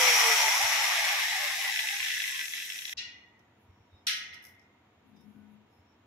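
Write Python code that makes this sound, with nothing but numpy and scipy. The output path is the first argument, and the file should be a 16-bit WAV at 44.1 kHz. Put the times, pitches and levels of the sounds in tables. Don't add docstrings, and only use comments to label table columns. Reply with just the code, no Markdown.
import sys
import numpy as np
from scipy import signal
from scipy.fft import rfft, irfft
from scipy.io import wavfile
from scipy.ndimage import uniform_filter1d

SR = 44100
rng = np.random.default_rng(int(sys.argv[2]) if len(sys.argv) > 2 else 0)


def wav_record(signal):
    frames = np.transpose(np.atleast_2d(signal))
    bounded = np.clip(frames, -1, 1)
    quanta = np.round(bounded * 32767).astype(np.int16)
    wavfile.write(sys.argv[1], SR, quanta)


N = 267246
T = np.arange(N) / SR
HZ = np.fft.rfftfreq(N, 1 / SR)
STOP_S = 2.937


def amp(db):
    return 10 ** (np.asarray(db) / 20)


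def unit(x):
    return x / np.sqrt(np.mean(x ** 2) + 1e-20)


def steadied(x):
    return x / np.sqrt(abs(uniform_filter1d((x ** 2).mean(0), size=SR // 5)) + 1e-12)


def read(points, hz):
    f, value = np.transpose(points)
    return np.interp(np.log(hz + 1), np.log(f + 1), value)


def curve(rows, t=T):
    s, *columns = np.transpose(rows)
    return [np.interp(t, s, c) for c in columns]


def lifts(resonances):
    return sum(db / (1 + (2 * (HZ - hz) / width) ** 2) for hz, width, db in resonances)


def ripple(depth_db, width_hz):
    knots = np.arange(0, SR, width_hz)
    heights = rng.standard_normal((2, len(HZ)))[:, :len(knots)]
    return depth_db * np.array([np.interp(HZ, knots, np.clip(row, -1.7, 1.7)) for row in heights])


def colour(x, db):
    return irfft(rfft(x) * unit(amp(db)), N)


def ring(x, db):
    cepstrum = irfft(np.log(unit(amp(db)) + 1e-5), N)
    cepstrum[1:N // 2] *= 2
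    cepstrum[N // 2 + 1:] = 0
    taps = irfft(np.exp(rfft(cepstrum)), N)[:4096]
    return signal.oaconvolve(x, taps[None], axes=1)[:, :N]


def noise(likeness=((100, 0), (1000, 0))):
    a, b = rfft(rng.standard_normal((2, N)))
    same = np.clip(read(likeness, HZ), -1, 1)
    return irfft(np.array([a, same * a + np.sqrt(1 - same ** 2) * b]), N)


def split(x, hz):
    low = signal.lfilter(*signal.butter(4, hz, fs=SR), x)
    high = signal.lfilter(*signal.butter(4, hz, "high", fs=SR), x)
    return low, high


def morph(x, rule, size=256):
    overlap = size * 3 // 4
    hz, t, z = signal.stft(x, SR, nperseg=size, noverlap=overlap)
    shaped = z * amp(rule(hz[:, None], t))
    return signal.istft(shaped, SR, nperseg=size, noverlap=overlap)[1][:, :x.shape[-1]]


def burst(s, rise, fall):
    age = np.maximum(T - s, 0)
    return np.minimum(age / rise, 1) * np.exp(-np.minimum(age / fall, 50))


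def swell(s, length):
    return np.exp(-(2 * (T - s) / length) ** 2)


def placed(x, balance, phase=((100, 0), (1000, 0))):
    lean = np.array([[.5], [-.5]])
    return irfft(rfft(x) * amp(lean * read(balance, HZ)) * np.exp(1j * lean * read(phase, HZ)), N)


# (frequency [Hz], time to fall by 60 dB [s])
ECHO_T60 = [(300, 0.43), (2000, 0.34), (6000, 0.24), (14000, 0.24)]


def room(x, wet_db):
    tail = morph(rng.standard_normal((2, SR // 2)), lambda hz, t: -60 * t / read(ECHO_T60, hz))
    tail *= np.minimum(T[:SR // 2] / 0.014, 1)
    wet = signal.fftconvolve(x, tail / np.linalg.norm(tail[0]), axes=1)[:, :N]
    return x + amp(wet_db) * wet


# (time [s], speed [turns per second])
ROTOR_SPEED = [(0, 511), (.1, 486), (.3, 451), (.5, 421), (1.8, 250), (2.95, 124)]
GEAR_RATIO = 4.1


def rotor_speed(t=T):
    return curve(ROTOR_SPEED, t)[0]


WHINE_DB, WHINE_FADES_BELOW_HZ, WHINE_FADE_DB_PER_HZ = -38.3, 450, 1.6
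# (pitch [Hz], width [Hz], level change [dB])
WHINE_DIPS = [(470, 18, -15), (435, 10, -17)]


def whine(waver=0.019):
    speed = rotor_speed()
    level = WHINE_DB - WHINE_FADE_DB_PER_HZ * np.maximum(WHINE_FADES_BELOW_HZ - speed, 0)
    level += sum(db * np.exp(-(2 * (speed - hz) / width) ** 2) for hz, width, db in WHINE_DIPS)
    wobble = unit(uniform_filter1d(rng.standard_normal(N), 300))
    turns = np.cumsum(speed * (1 + waver * wobble)) / SR
    return amp(level) * np.sqrt(2) * np.sin(2 * np.pi * turns)


# (frequency [Hz], width [Hz],
# lift at full speed [dB], lift at middle speed [dB], lift when slowest [dB])
CASE_RESONANCES = [(776, 150, 0.5, 13.5, 10.5), (1010, 40, 1, -4, -4.5), (1049, 28, -2, 0, 20),
                   (1250, 170, -2, 4, 1.5), (1440, 20, 1, -2.5, -7), (1490, 80.5, -0.5, 1.5, 2.5),
                   (1748, 96, -4.5, 3, 8), (1996, 85, 4, 6, 9.5), (2130, 210, 6.5, 5.5, 3.5),
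                   (2280, 73, 0.5, 2.5, -4.5), (2406, 260, 7.5, -1, 5.5), (2653, 200, -1.5, 4, 8),
                   (3140, 65, 3, -8, 8), (3375, 110, 0.5, 2, 12.5), (3830, 250, -5, -0.5, 6),
                   (4810, 250, -6, -4, -12.5), (5670, 540, 9, -1, 2.5), (6700, 240, 4, 0.5, 0),
                   (7290, 190, 4.5, 3.5, 3), (11800, 2700, 0.5, -0.5, 1)]


def case_lifts(stage):
    return lifts([(row[0], row[1], row[2 + stage]) for row in CASE_RESONANCES])


# (frequency [Hz], likeness [-1 to 1])
GRINDER_LIKENESS = [(60, 1), (400, 1), (700, .86), (1290, 0.52), (2380, 0.28), (4400, 0.18), (5700, .3),
                    (9000, .02)]


def case_noise(patchy_db, middle_speed=290, smooth_share=.55, size=1024):
    def rule(hz, t):
        speed = rotor_speed(t)
        shares = [np.interp(-speed, [-460, -middle_speed, -160], one) for one in np.eye(3)]
        resonances = sum(np.interp(hz, HZ, case_lifts(stage)) * share for stage, share in enumerate(shares))
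        flares = rng.standard_normal(resonances.shape)
        flares = uniform_filter1d(uniform_filter1d(flares, size=9, axis=1), size=2, axis=0)
        flares = np.minimum(unit(flares), 1.5)
        patchiness = patchy_db * (1 - smooth_share * (speed / speed.max()) ** 2)
        return resonances + patchiness * flares
    return colour(morph(noise(GRINDER_LIKENESS), rule, size=size), ripple(depth_db=3.0, width_hz=55))


def rattle(spread_db=-0.5, fall=0.0027):
    turns = np.cumsum(rotor_speed() / GEAR_RATIO * (1 + 6 * rng.standard_normal(N))) / SR
    slaps = np.diff(np.maximum.accumulate(np.floor(2 * turns)), prepend=0) > 0
    sizes = amp(spread_db * np.clip(rng.standard_normal(N), -2, 1.5))
    return unit(signal.lfilter([1], [1, -np.exp(-1 / (fall * SR))], slaps * sizes))


def looseness(fast=0.11, slow=.45):
    speed = rotor_speed()
    return np.clip(slow + (fast - slow) * speed / speed.max(), 0, 1)


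def grain(share, slaps):
    return np.sqrt(abs(1 - share + share * slaps ** 2))


# (time [s], level [dB])
GEAR_LEVEL = [(0, -24.5), (.43, -27), (.55, -29.5), (1.1, -29.5), (1.55, -34), (1.72, -33.5), (1.92, -37),
              (2.08, -34), (2.27, -37), (2.41, -38), (2.49, -46), (2.56, -40), (2.75, -45), (2.92, -48.5)]
# (frequency [Hz], relative level per Hz [dB])
GEAR_TONE = [(900, -60.5), (1250, -27.5), (1430, -17.5), (1570, -5), (1800, 0), (2400, -5), (2900, -4.5),
             (3800, -4), (4700, -11.5), (5500, -7.5), (8000, -50.5)]


def gear_noise(slaps, trim_db=1.2):
    gears = ring(case_noise(patchy_db=2.5) * grain(looseness(), slaps), read(GEAR_TONE, HZ))
    return amp(curve(GEAR_LEVEL)[0] + trim_db) * steadied(room(gears, wet_db=-7))


# (time [s], level [dB])
HISS_LEVEL = [(0.13, -28.5), (1.33, -40), (2.2, -42), (2.85, -47.5)]
# (frequency [Hz], relative level per Hz [dB])
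HISS_TONE = [(3500, -27.5), (4800, -2), (5600, -0.5), (6400, -4), (7500, -7), (8200, -10.5), (9800, -8.5),
             (11200, -8.5), (12100, -6.5), (13500, -13), (15700, -19)]


def hiss(slaps, trim_db=2.5, loose_share=0.59):
    air = ring(case_noise(patchy_db=4.0) * grain(looseness() * loose_share, slaps), read(HISS_TONE, HZ))
    return amp(curve(HISS_LEVEL)[0] + trim_db) * steadied(room(air, wet_db=-15.5))


# (time [s], level [dB])
GROWL_LEVEL = [(0.08, -33.5), (0.28, -33.5), (1.1, -40.5), (1.31, -47), (1.42, -44.5), (1.58, -52),
               (1.66, -45), (1.77, -62), (1.84, -55.5), (2.1, -66.5), (2.4, -72), (2.8, -78)]
# (frequency [Hz], relative level per Hz [dB])
GROWL_TONE = [(300, -9), (800, -1.5), (1000, 1), (1300, -1), (1600, -4), (2200, -38)]
GROWL_EDGE_HZ, GROWL_THINS_BELOW, GROWL_EDGE_CLIMB = 615, 250, 4.6


def growl(trim_db=2.55, edge_order=14):
    def bass_cut(hz, t):
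        edge = GROWL_EDGE_HZ + GROWL_EDGE_CLIMB * np.maximum(GROWL_THINS_BELOW - rotor_speed(t), 0)
        return -10 * np.log10(1 + (edge / (hz + 1)) ** edge_order)
    disc = colour(case_noise(patchy_db=6.5), read(GROWL_TONE, HZ))
    disc = morph(disc, bass_cut, size=1024)
    return amp(curve(GROWL_LEVEL)[0] + trim_db) * steadied(disc)


# (rotor speed [turns per second], strike level over the gear level table [dB])
KNOCK_LIFT = [(130, 4), (200, 14), (230, 14), (330, 4.5), (510, 6)]
# (time [s], strike level before ringing [dB], treble against low part [dB])
HARD_KNOCKS = [(.238, -13, -13), (1.759, -17.5, -8), (1.79, -13, -10), (1.819, -21, -13), (1.886, -18, 4),
               (1.909, -26, -4), (1.966, -19.5, -16), (2.001, -18.5, -17), (2.121, -23, -14),
               (2.139, -20.5, -18), (2.170, -21.5, -13), (2.201, -19.5, -7), (2.218, -18.5, -12),
               (2.256, -24, -8), (2.278, -19.5, -11), (2.358, -22.5, -13), (2.391, -20, -12),
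               (2.410, -21, -6), (2.435, -28, -11), (2.454, -25, -1), (2.480, -26, -3), (2.535, -19, -14),
               (2.578, -24.5, -12), (2.600, -30, -8), (2.622, -26.5, -10), (2.700, -23, -7),
               (2.720, -26, -4), (2.756, -25.5, -16), (2.788, -26.5, 5), (2.819, -28.5, -5),
               (2.852, -24, 5), (2.878, -26.5, 8), (2.893, -27.5, -2), (2.926, -22.5, -12)]
# (frequency [Hz], relative level per Hz [dB])
KNOCK_TONE = [(900, -44), (1400, -12), (1900, -1.5), (3400, -4), (4300, -2.5), (6000, -5), (8000, -19.5),
              (15000, -26)]


def knocks(rise=0.0018, fall=0.0029, jitter=1.3, spread_db=2.1, treble_db=-12, treble_spread_db=3):
    speed = rotor_speed()
    slip, force, edge = np.clip(rng.standard_normal((3, N)), -1.6, 1.6)
    turns = np.cumsum(speed / GEAR_RATIO * (1 + jitter * slip)) / SR
    new_turn = np.diff(np.maximum.accumulate(np.floor(turns)), prepend=0) > 0
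    level = curve(GEAR_LEVEL)[0] + read(KNOCK_LIFT, speed) + spread_db * force
    size = amp(level) * new_turn
    treble = amp(treble_db + treble_spread_db * edge)
    for s, db, bright_db in HARD_KNOCKS:
        size[abs(T - s) < .012] = 0
        size[round(s * SR)] = amp(db)
        treble[round(s * SR)] = amp(bright_db)
    touch = burst(0, rise, fall)[:SR // 20]
    strike = size / np.hypot(1, treble)
    dull = signal.oaconvolve(strike, touch)[:N]
    bright = signal.oaconvolve(strike * treble, touch)[:N]
    low, high = split(np.sign(noise()), 2900)
    return ring(low * dull + high * bright, read(KNOCK_TONE, HZ) + case_lifts(2))


# (middle [s], length [s], pitch [Hz], glide [Hz per s], level [dB])
BRIEF_TONES = [(.33, .09, 710, -8, -40.5), (.47, .09, 411, -58.5, -54.5), (1.14, 0.094, 800, 0, -48.5),
               (1.26, 0.086, 867, 0, -50.5), (1.35, .11, 770, -600, -46), (1.44, 0.09, 595, -700, -51.5),
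               (1.46, 0.15, 1073, -200, -48.5), (1.55, 0.15, 785, 14, -48), (1.65, 0.088, 1068, 0, -50),
               (1.66, .1, 778, 6, -47), (1.83, 0.1, 692, -2, -55), (1.84, 0.092, 882, -900, -53.5),
               (1.94, .1, 805, 500, -53.5), (2.02, 0.13, 1066, 0, -59), (2.07, 0.082, 794, 0, -57.5),
               (2.26, 0.065, 1084, 0, -66), (2.36, .11, 1068, 0, -59), (2.41, 0.096, 1566, 0, -50),
               (2.55, 0.083, 1080, 0, -65.5)]


def brief_tones(flutter=1.0, flutter_hz=28):
    out = np.zeros(N)
    for s, length, hz, glide, db in BRIEF_TONES:
        near = abs(T - s) < 1.5 * length
        t = T[near] - s
        shake = [1, 1j] @ rng.standard_normal((2, SR))
        shake = signal.lfilter(*signal.butter(2, flutter_hz, fs=SR), shake)[-len(t):]
        tone = (1 + flutter * shake / np.std(shake)) * np.exp(2j * np.pi * (hz + glide * t / 2) * t)
        out[near] += amp(db) * np.exp(-(2 * t / length) ** 2) * unit(tone.real)
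    return out


# (frequency [Hz], left over right [dB])
GRINDER_BALANCE = [(60, -0.5), (110, 1), (310, 2), (450, 3), (700, 1), (950, 0), (1650, 1), (2860, 1),
                   (4970, 3), (8640, -.5), (15000, -4.5)]
# (frequency [Hz], phase lead [radians])
GRINDER_LEAD = [(100, 0.9), (700, 0.19), (1500, -.9), (3000, -1), (8000, 0)]


def grinder():
    slaps = rattle()
    sound = gear_noise(slaps) + hiss(slaps) + growl() + brief_tones() + whine()
    sound = sound + room(knocks(), wet_db=-11.5)
    return placed(sound, GRINDER_BALANCE, GRINDER_LEAD) * np.clip((STOP_S - T) / 0.0023, 0, 1)


GARAGE_DB, YARD_DB = -67, -64.5
# (frequency [Hz], relative level per Hz [dB])
GARAGE_TONE = [(25, -25), (70, -6.5), (130, -1.5), (200, -4.5), (300, -3), (420, -8), (600, -9.5),
               (1000, -11), (2000, -17.5)]
# (frequency [Hz], relative level per Hz [dB])
YARD_TONE = [(25, -29), (55, -19), (90, 1), (135, -9.5), (205, -7.5), (330, -8.5), (520, -14), (780, -13),
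             (1000, -15), (1450, -18.5), (2200, -19.5), (3300, -24), (4600, -32.5), (7200, -38),
             (8500, -47), (15500, -41)]
# (frequency [Hz], width [Hz], lift [dB])
YARD_HUMS = [(210, 6.4, 4.6), (723, 28, 5.9), (956, 37, 7.7), (1470, 54, 3), (3600, 370, 2.2),
             (6700, 190, 11)]
# (frequency [Hz], likeness [-1 to 1])
YARD_LIKENESS = [(60, 1), (130, 0.99), (290, 0.94), (640, 0.4), (1410, 0.6), (3100, -0.22), (6820, -0.057),
                 (15000, -0.02)]


def yard():
    indoors = amp(GARAGE_DB) * colour(noise(YARD_LIKENESS), read(GARAGE_TONE, HZ))
    hum = read(YARD_TONE, HZ) + lifts(YARD_HUMS) + ripple(depth_db=1, width_hz=44)[0]
    outdoors = amp(YARD_DB) * colour(noise(YARD_LIKENESS), hum)
    outside = np.clip((T - STOP_S) / 0.0064, 0, 1)
    return (1 - outside) * indoors + outside * outdoors


# (time [s], level [dB])
THUDS = [(.17, -61), (.23, -63), (.64, -57), (2.0, -61.5), (2.97, -57), (3.70, -55), (3.81, -60.5),
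         (3.94, -54), (5.36, -56.5), (5.8, -61.5)]
# (frequency [Hz], relative level per Hz [dB])
THUD_TONE = [(25, -17), (60, -13), (90, 9.5), (120, -7.5), (200, -33), (500, -53)]


def thuds(fall=0.029, trim_db=4):
    envelope = sum(amp(db + trim_db) * burst(s - .015, 0.02, fall) for s, db in THUDS)
    return envelope * colour(noise(YARD_LIKENESS), read(THUD_TONE, HZ))


# (time [s], ring level [dB], clatter level [dB], rise [s],
# dull above [Hz], spread of each mode [share of its pitch])
BLOWS = [(2.969, -37.5, -41, 0.015, 7300, 0.015), (4.0673, -32, -26.5, 0.0027, 13400, 0.016),
         (4.325, -50, -49.5, 0.0034, 3140, 0.023)]
# (pitch [Hz], time to fall by 60 dB [s],
# relative level at the first spot [dB], relative level at the second spot [dB])
FRAME_MODES = [(1290, 0.84, -39.5, -7.5), (1470, 0.79, -15, -7), (1674, 0.66, -33, 0), (1886, 0.98, -3, 1),
               (2002, 1.02, -2, 0), (2102, 1.1, -23, -1), (2136, 1.16, -26, -13), (2280, 0.74, -6, -3.5),
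               (2490, 0.64, -2.5, -1), (2697, 0.37, 4, -8.5), (2850, 0.61, 4.5, 1), (3080, 0.5, -10, 3.5),
               (3310, 0.54, -5, -11), (3455, 0.66, -5, 1), (3700, 0.62, -6, -5), (3960, 0.3, 4, -13),
               (4060, 0.54, -3, 4), (4260, 0.51, -1, -0.5), (4500, .35, -6, -7), (4620, 0.39, -1, -10),
               (4900, .35, -3, -11), (5250, 0.41, 0, 2), (5470, 0.41, -10, 0), (5580, 0.44, -2, -4),
               (5860, 0.5, -7, 2), (6240, 0.36, -3, -22), (6770, 0.4, -9, -10), (7130, 0.35, -10, -12)]
# (frequency [Hz], relative level per Hz [dB])
CLATTER_TONE = [(800, -42), (1150, -23), (1400, -6), (2000, -7), (3000, 3.5), (4100, 0.5), (5000, -1.5),
                (5900, -2.5), (6200, -5), (7000, -14), (9000, -10.5), (12000, -11.5), (15500, -20)]
# (frequency [Hz], time to fall by 60 dB [s])
CLATTER_T60 = [(1300, 0.52), (2100, 0.76), (3300, 0.51), (4000, 0.38), (5800, 0.55), (8000, 0.34),
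               (14000, 0.31)]
# (frequency [Hz], left over right [dB])
FRAME_BALANCE = [(1300, -2), (2400, 0.5), (4400, 1.5), (8000, 1.5), (15000, -9)]


def frame(slow_below_hz=4000, slow_power=1.35):
    out = np.zeros((2, N))
    t, f = T[:SR], np.fft.rfftfreq(SR, 1 / SR)
    dense = colour(noise(), read(CLATTER_TONE, HZ) + ripple(depth_db=2.5, width_hz=62))
    for k, (s, ring_db, clatter_db, rise, dull_hz, spread) in enumerate(BLOWS):
        spot = min(k, 1)
        piece = dense[:, k * SR:][:, :SR]
        clatter = morph(piece, lambda hz, age: -60 * age / read(CLATTER_T60, hz))
        bars = np.exp(2j * np.pi * rng.random((2, len(f))))
        modes = np.zeros((2, SR))
        for hz, t60, *spot_db in FRAME_MODES:
            cluster = irfft(bars * np.exp(-((f / hz - 1) / spread) ** 2), SR)
            build = np.minimum(t / (rise * (slow_below_hz / hz) ** slow_power), 1)
            modes += amp(spot_db[spot] - 60 * t / t60) * build * steadied(cluster)
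        modes /= np.std(modes[:, :SR // 20])
        blow = amp(clatter_db) * clatter * np.minimum(t / rise, 1) + amp(ring_db) * modes
        dulled = signal.lfilter(*signal.butter(3, min(dull_hz, .45 * SR), fs=SR), blow)
        out[:, round(s * SR):][:, :SR] += dulled
    return placed(out, FRAME_BALANCE)


# (time [s], contact level before ringing [dB], fading time [s],
# treble against low part [dB])
TICKS = [(3.392, -65, 0.0065, -11), (4.334, -52, .006, -11), (4.343, -43, 0.0055, -17),
         (4.424, -64, 0.02, 3.5), (4.439, -55, 0.0067, -2), (4.451, -45.5, 0.0024, 0),
         (4.459, -56, 0.0027, 7), (4.467, -51, .004, -2), (4.485, -66, 0.022, 5),
         (4.545, -69.5, 0.0073, -12), (4.595, -56.5, 0.0034, -20), (4.615, -68.5, 0.025, -24),
         (5.163, -66, 0.012, -13), (5.208, -76, 0.014, 6)]
# (frequency [Hz], relative level per Hz [dB])
TICK_TONE = [(1000, -18), (2500, 0), (4300, -9), (5400, 9.5), (6100, 3), (7000, -10), (9000, -5),
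             (11500, 4.5), (15500, -4)]


def ticks():
    body, top = np.zeros((2, N))
    for s, db, contact, treble_db in TICKS:
        touch = amp(db) * burst(s, 0.00035, contact)
        body += touch
        top += touch * amp(treble_db)
    low, high = split(noise(), 7000)
    return room(ring(low * body + high * top, read(TICK_TONE, HZ)), wet_db=-6.5)


# (middle [s], length [s], level [dB])
RUSTLES = [(3.63, .09, -82.5), (5.088, 0.073, -85.5), (5.312, 0.32, -82), (5.53, .07, -84.5),
           (5.751, .1, -84)]
# (frequency [Hz], relative level per Hz [dB])
RUSTLE_TONE = [(6000, -26.5), (8500, -19.5), (9800, 3), (11000, -3), (12300, 3), (15500, -8)]


def rustles():
    envelope = sum(amp(db) * swell(s, length) for s, length, db in RUSTLES)
    return envelope * colour(noise(), read(RUSTLE_TONE, HZ))


# (middle [s], length [s], pitch [Hz], peak level [dB])
THIN_TONES = [(3.80, 0.25, 5560, -80), (3.964, 0.1, 3720, -67), (3.988, 0.12, 5270, -77),
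              (5.192, 0.096, 3670, -73), (5.188, 0.06, 5000, -76), (5.22, 0.068, 5400, -73),
              (5.401, 0.24, 1480, -71.5), (5.77, 0.14, 5300, -78), (5.908, 0.1, 5500, -76)]


def squeaks_and_clink(waver=0.016):
    glide = 1 + waver * unit(uniform_filter1d(rng.standard_normal((2, N)), size=200))
    turns = np.cumsum(glide, axis=1) / SR
    return sum(amp(db) * swell(s, length) * np.sin(2 * np.pi * hz * turns) for s, length, hz, db in THIN_TONES)


DRONE_DB = -55.5
DRONE_START_S, DRONE_ATTACK_S, DRONE_END_S, DRONE_RELEASE_S = 4.986, 0.3, 5.68, 0.18
# (frequency [Hz], relative level per Hz [dB])
DRONE_TONE = [(120, -37.5), (165, -8), (195, -24), (210, 10), (225, -17), (255, -5.5), (310, -17.5),
              (400, -23.5), (900, -73.5)]


def drone(left_db=4, right_db=-11):
    tone = colour(rng.standard_normal(N), read(DRONE_TONE, HZ))
    tone /= np.sqrt(uniform_filter1d(tone ** 2, SR // 8))
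    fade_in = (T - DRONE_START_S) / DRONE_ATTACK_S
    fade_out = (DRONE_END_S - T) / DRONE_RELEASE_S
    envelope = np.clip(np.minimum(fade_in, fade_out), 0, 1)
    return amp([[left_db], [right_db]]) * tone * amp(DRONE_DB) * envelope


def scene():
    in_garage = grinder() + yard() + thuds()
    return in_garage + frame() + ticks() + rustles() + squeaks_and_clink() + drone()


EDGE_HZ = 15700


def record(dry):
    taps = signal.firwin(511, EDGE_HZ, window=("kaiser", 9), fs=SR)
    return signal.oaconvolve(dry, taps[None], "same")


dry = scene()
out = record(dry)
wav_record(out)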